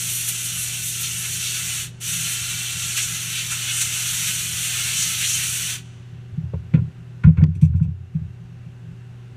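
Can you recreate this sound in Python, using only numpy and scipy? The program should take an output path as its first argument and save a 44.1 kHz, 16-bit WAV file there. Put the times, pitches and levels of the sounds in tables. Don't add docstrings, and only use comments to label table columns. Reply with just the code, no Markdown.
import sys
import numpy as np
from scipy import signal
from scipy.fft import rfft, irfft, next_fast_len
from scipy.io import wavfile
from scipy.ndimage import uniform_filter1d, minimum_filter1d, map_coordinates

SR = 44100
rng = np.random.default_rng(int(sys.argv[2]) if len(sys.argv) > 2 else 0)


def how_loud(loudness_db):
    steps = np.asarray(loudness_db, float) / 20
    return 10 ** steps


def persist_wave(psi):
    counts = np.round(np.clip(psi, -1, 1) * 32767).astype(np.int16)
    wavfile.write(sys.argv[1], SR, np.atleast_2d(counts).T)


N = 412776

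# (frequency [Hz], level [dB per Hz])
CASE_COLOUR = [(500, -31), (900, -22), (1150, -19), (1360, -7.5), (1900, -9.5), (2900, -3.5), (4300, -9),
               (5000, -13.5), (5800, -3), (9300, -6), (9800, -9.5), (11800, -10.5), (12800, -17.5),
               (15200, -14.5)]
# (frequency [Hz], width [Hz], level [dB])
CASE_RESONANCES = [(730, 60, 2), (1500, 66, -9), (2600, 48, -8.5), (2740, 57, -6), (2707, 48, -2),
                   (2947, 15, 9.5), (3075, 40, 2.5), (3356, 46, -4), (3620, 73, -4), (4170, 120, 1),
                   (5935, 200, -2.5), (6280, 55, -10), (6660, 50, -11), (6900, 33, -5.5), (6800, 42, -7),
                   (8100, 68, -3), (7940, 67, -3.5), (8600, 38, -10), (9200, 120, -0.5), (13800, 250, -6)]
# (frequency [Hz], width [Hz], depth [0-1])
CASE_NOTCHES = [(1450, 50, 0.2), (1600, 31, .45), (1840, 30, 0.4), (2860, 70, .55), (3130, 46, .55),
                (4020, 130, 0.3), (5270, 200, 0.3)]
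# (low edge [Hz], high edge [Hz])
JET_BANDS = [
    [(5100, 9600), (12500, 16000)],
    [(300, 2000)],
    [(2000, 5100)],
    [(9600, 12500)],
]
# (level [dB], share of aim [ratio], share of the closing [ratio])
JET_VOICES = [
    (0, 0.11, 0.96),
    (-15.5, 1.3, .7),
    (-3.5, 1.01, 0.82),
    (-7.5, -0.96, 1.2),
]
# (pulled [s], let go [s])
BLASTS = [
    (-.3, 1.804),
    (1.999, 5.716),
]
# (time [s], flow [dB], how squarely it points into the part [dB])
NOZZLE_AIM = [(0, -27.5, -2), (.7, -30, 0.5), (1.3, -29, -1), (1.8, -28.5, 1.5), (2.1, -26, -1),
              (2.3, -27.5, 1.5), (2.42, -29.5, 2), (2.8, -30.5, 3), (3.1, -29.5, 1.5), (3.25, -30.5, 1.5),
              (3.68, -30.5, 3.5), (3.95, -27.5, 1.5), (4.28, -25.5, 0.5), (4.5, -29, 0.5), (4.85, -26.5, 3),
              (5.4, -26, -1), (5.55, -26.5, -0.5), (5.72, -29, 3)]
# (time [s], lift [dB], length [s])
EDGE_PUFFS = [
    (0.283, 4.5, 0.018),
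    (2.965, 7.5, 0.026),
    (3.808, 4.5, 0.025),
]
# (middle [s], length [s], lift [dB], pitch [octaves above 1 kHz])
GROOVE_SWEEPS = [(0.17, .13, 6.5, 3.6), (.29, 0.047, 8, 3.63), (0.455, .04, 5.5, 3.4),
                 (0.608, 0.11, 6.5, 3.44), (0.872, 0.083, 6.5, 3.57), (0.885, 0.15, -7, 0.16),
                 (1.018, 0.03, 9, 3.74), (1.052, 0.046, 7, 1.9), (1.2, 0.038, 3.5, 3.5),
                 (1.247, .07, 4.5, 0.81), (1.35, .05, 3.5, 4.1), (1.46, 0.17, 5, 2.1),
                 (1.6, 0.056, 3, 0.48), (2.33, .05, 4, 3.4), (2.887, 0.16, 2.5, 2.9),
                 (2.996, 0.031, 7, 1.4), (3.031, 0.049, 6.5, 2.8), (3.38, 0.092, 8, 1.67),
                 (3.524, 0.039, 11, 0.27), (3.526, 0.034, 6, 3.15), (3.695, .05, 5.5, 1.3),
                 (3.777, 0.13, 6.5, 3.1), (4.292, .06, 2, 1.3), (4.642, 0.1, 4, 3.3),
                 (4.65, 0.044, 3.5, 1.5), (5.015, .1, 6.5, 2.63), (5.157, 0.06, -4, 3),
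                 (5.233, 0.056, 8.5, 1.2), (5.304, 0.2, 4, 2.43), (5.414, 0.1, 7, 0.97)]
# (frequency [Hz], t60 [s])
HALL_DECAY = [(500, 1.6), (3000, 1.9), (8000, 0.92), (15000, 0.21)]
# (frequency [Hz], level [dB rms])
HUM_TONES = [(55, -62), (192.8, -58), (256.2, -61), (360, -64), (386, -62), (771.6, -72), (1543, -75),
             (2702, -76)]
# (frequency [Hz], level [dB per Hz])
FAN_COLOUR = [(200, -15.5), (400, -16), (800, -21), (1150, -22), (1500, -20), (2450, -25), (2720, -20.5),
              (3100, -26.5), (3600, -28.5), (5000, -35), (5900, -33.5), (8200, -38), (11000, -45),
              (15300, -50)]
# (frequency [Hz], level [dB per Hz])
FLOOR_SHAKE = [(20, -25), (45, -15), (66, -17), (88, -2.5), (104, -7.5), (116, -9), (136, -17), (150, -3),
               (165, 0), (176, -3), (184, -20.5), (205, -22), (300, -36.5)]
# (frequency [Hz], t60 [s])
MOUNT_MODES = [
    (88.6, 0.31),
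    (158.4, 0.13),
    (121.8, 0.19),
]
# (frequency [Hz], level [dB], t60 [s])
PANEL_MODES = [(238, 8.5, 0.12), (317, -2.5, 0.13), (381, -12, 0.3), (517, -27.5, .08)]
# (time [s], peak [dB], low over high mode [dB], middle mode [dB])
HOSE_SWAYS = [(6.327, -47, -4, 18), (6.373, -19.5, -22, -10), (6.428, -29.5, 0.5, 1),
              (6.597, -33.5, 10, -6), (6.782, -19.5, -11, -2.5), (6.87, -32.5, -10, -4),
              (7.478, -11.5, -4, -17), (7.691, -12, 10, -4), (7.878, -16, -1, -5), (7.999, -35, 20, 4),
              (8.146, -13, -17, -24), (8.209, -25.5, 0, -21), (8.269, -31.5, 7, -13),
              (8.658, -34, -11, -14)]
# (time [s], peak [dB], low over high mode [dB], middle mode [dB], panel [dB])
HARD_KNOCKS = [(6.533, -24, -1, -12, -24), (6.735, -7.5, -17, -11, -9), (6.812, -20, -8.5, 0.5, -15),
               (7.24, -3.5, -0.5, -7, -14.5), (7.268, 4, -8, -15, -33), (7.307, -17, -5.5, -10, -15),
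               (7.374, -8, 5.5, -17, -15.5), (7.418, 1.5, -15, -23, -14.5), (7.552, -22, 3, -7, -11),
               (7.621, 2.5, -11, -13, -29), (7.739, -11.5, 0, -9, -16), (7.807, -4.5, -21, -13.5, -26),
               (7.85, -19, -1, -14, -19)]
# (frequency [Hz], width [Hz], level [dB])
FRAME_MODES = [(484, 150, 14), (745, 52, -3.5), (995, 120, 1), (1424, 60, 2.5), (1546, 57, -5.5),
               (1790, 35, -9.5), (2050, 44, -13), (2200, 66, -7), (2270, 42, -8), (2510, 42, -4),
               (2690, 50, -9), (3320, 90, -12.5), (3650, 60, -17), (4250, 71, -14)]
# (time [s], peak [dB], centre [Hz], dull part [dB], length [s])
FRAME_RATTLES = [(6.535, -51, 2400, 24, 0.0087), (6.737, -32.5, 2370, 0, 0.017),
                 (6.774, -47.5, 1600, 6.5, 0.02), (7.236, -28.5, 1910, -14, 0.022),
                 (7.276, -41.5, 2200, 12.5, 0.015), (7.37, -35, 1930, -9, 0.022),
                 (7.406, -44, 1500, 14.5, .008), (7.413, -37, 1900, -2.5, 0.018),
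                 (7.434, -46, 1500, 20, .012), (7.627, -50.5, 1500, 13, .02), (7.734, -50.5, 1450, -1, .02),
                 (7.797, -47, 1500, 4, .012), (7.849, -58.5, 1500, 15, .015)]
# (time [s], level [dB], length [s])
FITTING_SNAPS = [
    (7.411, -53, .002),
    (7.438, -27, 0.0029),
    (7.469, -51, .002),
    (7.752, -51, 0.0018),
]
# (frequency [Hz], width [Hz], level [dB])
COUPLING_MODES = [(1026, 60, -4), (2320, 130, 1), (2600, 160, 0.5), (3300, 89, -5), (3630, 80, -11),
                  (4270, 100, -17), (5940, 200, -4), (7550, 200, -5), (8500, 250, -7), (9300, 180, -13),
                  (11500, 330, -22)]
# (time [s], level [dB], tilt [dB per 5 kHz], length [s])
COUPLING_TICKS = [
    (7.550, -49, -1, 0.017),
    (7.613, -40, -2.5, 0.043),
    (7.758, -53, -3, .025),
    (7.825, -46.5, -7.5, 0.023),
    (8.145, -58.5, -11, .025),
]


def unit(x):
    return x / np.sqrt(np.mean(x ** 2) + 1e-20)


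def along(points, hz):
    f, value = np.transpose(points)
    return np.interp(np.log(hz + 1), np.log(f + 1), value)


def wobble(rate):
    coarse = np.arange(0, N + 32, 32)
    knots = rng.standard_normal(int(N * rate / SR) + 4)
    return np.interp(np.arange(N), coarse, map_coordinates(knots, [coarse * rate / SR]))


def filtered(x, response):
    m = next_fast_len(N + SR // 2)
    return irfft(rfft(x, m) * response(np.fft.rfftfreq(m, 1 / SR)), m)[..., :N]


def rush(response, patchy_db):
    z = signal.stft(rng.standard_normal(N), nperseg=512)[2]
    patches = uniform_filter1d(rng.standard_normal(z.shape), size=5, axis=0)
    patches = uniform_filter1d(patches, size=10, axis=1)
    noise = signal.istft(z * how_loud(patchy_db * unit(patches)), nperseg=512)[1][:N]
    return unit(filtered(noise, response))


def band(hz, lo_hz, hi_hz):
    return 1 / np.sqrt((1 + (lo_hz / (hz + 1)) ** 12) * (1 + (hz / hi_hz) ** 12))


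def case(hz):
    lift = sum(how_loud(db) * w * w / (w * w + 4 * (hz - c) ** 2) for c, w, db in CASE_RESONANCES)
    dips = np.prod([1 - depth * w * w / (w * w + 4 * (hz - c) ** 2) for c, w, depth in CASE_NOTCHES], axis=0)
    return how_loud(along(CASE_COLOUR, hz)) * (1 + 0.59 * lift) * dips


def valve(t, closing_share):
    open_s, shut_db_per_s2 = 0.043, 3300
    flow = np.zeros(N)
    for pulled, let_go in BLASTS:
        opening = 1 - np.exp(-np.maximum(t - pulled, 0) / open_s)
        closing_db = -closing_share * shut_db_per_s2 * np.maximum(t - let_go, 0) ** 2
        flow += opening * how_loud(closing_db)
    return flow


def jet():
    t, out = np.arange(N) / SR, np.zeros(N)
    layers = [rush(lambda hz: case(hz) * sum(band(hz, *edges) for edges in bands), patchy_db=0.18)
              for bands in JET_BANDS]
    flutter = how_loud(0.31 * wobble(25) + 0.47 * wobble(70))
    aim_s, flow_db, aim_db = np.transpose(NOZZLE_AIM)
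    for layer, (db, aim_share, closing_share) in zip(layers, JET_VOICES):
        nozzle_db = np.interp(t, aim_s, flow_db + aim_share * aim_db)
        out += valve(t, closing_share) * how_loud(db + nozzle_db) * layer
    for s, lift_db, length in EDGE_PUFFS:
        flutter *= how_loud(lift_db * np.exp(-((t - s - length / 2) / length * 2) ** 2))
    return sweeps(out * flutter)


def sweeps(x):
    hz, t, z = signal.stft(x, SR, nperseg=512)
    middle, length, lift_db, octave = np.transpose(GROOVE_SWEEPS)[..., None]
    reach_oct = 1 - 0.13 * octave
    when = np.exp(-((t - middle) / length * 2) ** 2)
    where = np.exp(-((np.log2((hz + 1) / 1000) - octave) / reach_oct) ** 2)
    return signal.istft(z * how_loud(where.T @ (lift_db * when)), SR, nperseg=512)[1][:N]


def enclosure(x):
    t, hop = np.arange(SR // 4) / SR, SR // 6
    x, out = np.pad(x, (hop, 2 * hop)), np.zeros(N + 5 * hop)
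    fade = np.sin(np.pi * np.arange(2 * hop) / (2 * hop))
    for at in range(0, N + hop, hop):
        ring = rng.standard_normal(len(t)) * how_loud(-60 * t / .1) * (t > .002)
        heard = signal.fftconvolve(fade * x[at:at + 2 * hop], ring / np.linalg.norm(ring))
        out[at:at + len(heard)] += heard
    return out[hop:hop + N]


def hall(x):
    hz, t, z = signal.stft(rng.standard_normal(2 * SR), SR, nperseg=256)
    tail = signal.istft(z * how_loud(-60 * t / along(HALL_DECAY, hz)[:, None]), SR, nperseg=256)[1]
    return signal.fftconvolve(x, tail / np.linalg.norm(tail))[:N]


def shop():
    t, tones = np.arange(N) / SR, np.zeros(N)
    for hz, db in HUM_TONES:
        level = np.sqrt(2) * how_loud(db + 1.1 * wobble(4.5))
        tones += level * np.sin(2 * np.pi * hz * t + 0.54 * wobble(3.2))
    mains = how_loud(-35.5 + 0.38 * wobble(3.7)) * np.sin(2 * np.pi * 119.95 * t + 0.076 * wobble(9.1))
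    fans = how_loud(-55.5) * rush(lambda hz: how_loud(along(FAN_COLOUR, hz)), patchy_db=0.6)
    shake = rush(lambda hz: how_loud(along(FLOOR_SHAKE, hz)) * (hz < 400), patchy_db=-2.5)
    return tones + mains + fans + how_loud(-43 + 1.3 * wobble(2.2)) * shake


def knocks():
    out, t = np.zeros(N + SR), np.arange(SR // 2) / SR
    sway_panel_db = -33
    push_s = 0.01334
    blows = sorted(HARD_KNOCKS + [(*row, sway_panel_db) for row in HOSE_SWAYS])
    chance = rng.uniform(-1.13, 1, (len(blows), len(MOUNT_MODES) + len(PANEL_MODES)))
    for (s, db, lean_db, middle_db, panel_db), luck in zip(blows, chance):
        mount_db = min(lean_db, 0), min(-lean_db, 0), middle_db
        modes = [(hz, mode_db + 9.5, t60) for (hz, t60), mode_db in zip(MOUNT_MODES, mount_db)]
        modes += [(hz, panel_db + mode_db - 5.0, t60) for hz, mode_db, t60 in PANEL_MODES]
        for (hz, mode_db, t60), u in zip(modes, luck):
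            build = 1 - np.exp(-(t * hz / 1.49) ** 2)
            swing = how_loud(db + mode_db - 60 * t / t60) * build
            phase = 2 * np.pi * hz * (1 + 0.021 * u) * (t - push_s) + 0.46 * u
            out[round(s * SR):][:len(t)] += swing * np.cos(phase)
    return out[:N]


def ringing(hz, modes):
    return sum(how_loud(db) / (1 + (2 * (hz - c) / w) ** 2) for c, w, db in modes)


def tinted(response):
    n = SR // 4
    return unit(irfft(rfft(rng.standard_normal(n)) * response, n))


def scrape(t, length):
    return (1 - np.exp(-t / 0.0012)) * how_loud(-5 * t / length - 500 * np.maximum(t - length, 0))


def rattles():
    out, t = np.zeros(N + SR), np.arange(SR // 4) / SR
    hz = np.fft.rfftfreq(len(t), 1 / SR)
    frame = ringing(hz, FRAME_MODES)
    coupling = 0.17 * band(hz, 1800, 11000) + ringing(hz, COUPLING_MODES)
    for s, db, centre_hz, dull_db, length in FRAME_RATTLES:
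        body = tinted((0.19 + frame) * band(hz, 900, 5600) / (1 + ((hz - centre_hz) / 900) ** 2))
        bright = tinted(band(hz, 5500, 10000) * case(hz) * how_loud(-hz / 900))
        dull = tinted(frame * band(hz, 330, 1250))
        burst = body + how_loud(-29) * bright + how_loud(dull_db) * dull
        out[round(s * SR):][:len(t)] += how_loud(db) * scrape(t, length) * burst
    for s, db, length in FITTING_SNAPS:
        snap = tinted(band(hz, 900, 7600) * how_loud(-hz / 280) + .003 * band(hz, 900, 10500))
        out[round(s * SR):][:len(t)] += how_loud(db - 8000 * np.maximum(t - length, 0)) * snap
    for s, db, tilt_db, length in COUPLING_TICKS:
        jingle = tinted(coupling * how_loud(tilt_db * hz / 5000))
        out[round(s * SR):][:len(t)] += how_loud(db) * scrape(t, length) * jingle
    return out[:N]


def scene():
    thumps, blast, handling = knocks(), jet(), rattles()
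    near = 0.89 * blast + 0.4 * enclosure(blast) + handling + how_loud(-25.5) * enclosure(handling)
    mono = near + how_loud(-26.0) * hall(near) + shop() + thumps
    return np.array([mono, mono])


def roll_off(x):
    return signal.sosfilt(signal.butter(12, 15990, fs=SR, output="sos"), x)


def record(dry):
    threshold_db, recovery_s, top_hz = -15.5, .35, 15310
    level_db = 10 * np.log10(np.abs(uniform_filter1d(dry[0] ** 2, size=1500)) + 1e-9)
    over_db = np.maximum(level_db - threshold_db, 0)
    keep = np.exp(-1 / (recovery_s * SR))
    duck_db = signal.lfilter([1 - keep], [1, -keep], over_db)
    x = dry * how_loud(-1.6 * duck_db)
    needed = np.minimum(1, .91 / (np.abs(x[0]) + 1e-9))
    x = x * uniform_filter1d(minimum_filter1d(needed, size=600), size=600)
    x = filtered(x, lambda hz: np.clip((top_hz - hz) / 60, 0, 1))
    return roll_off(x)


dry = scene()
out = record(dry)
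persist_wave(out)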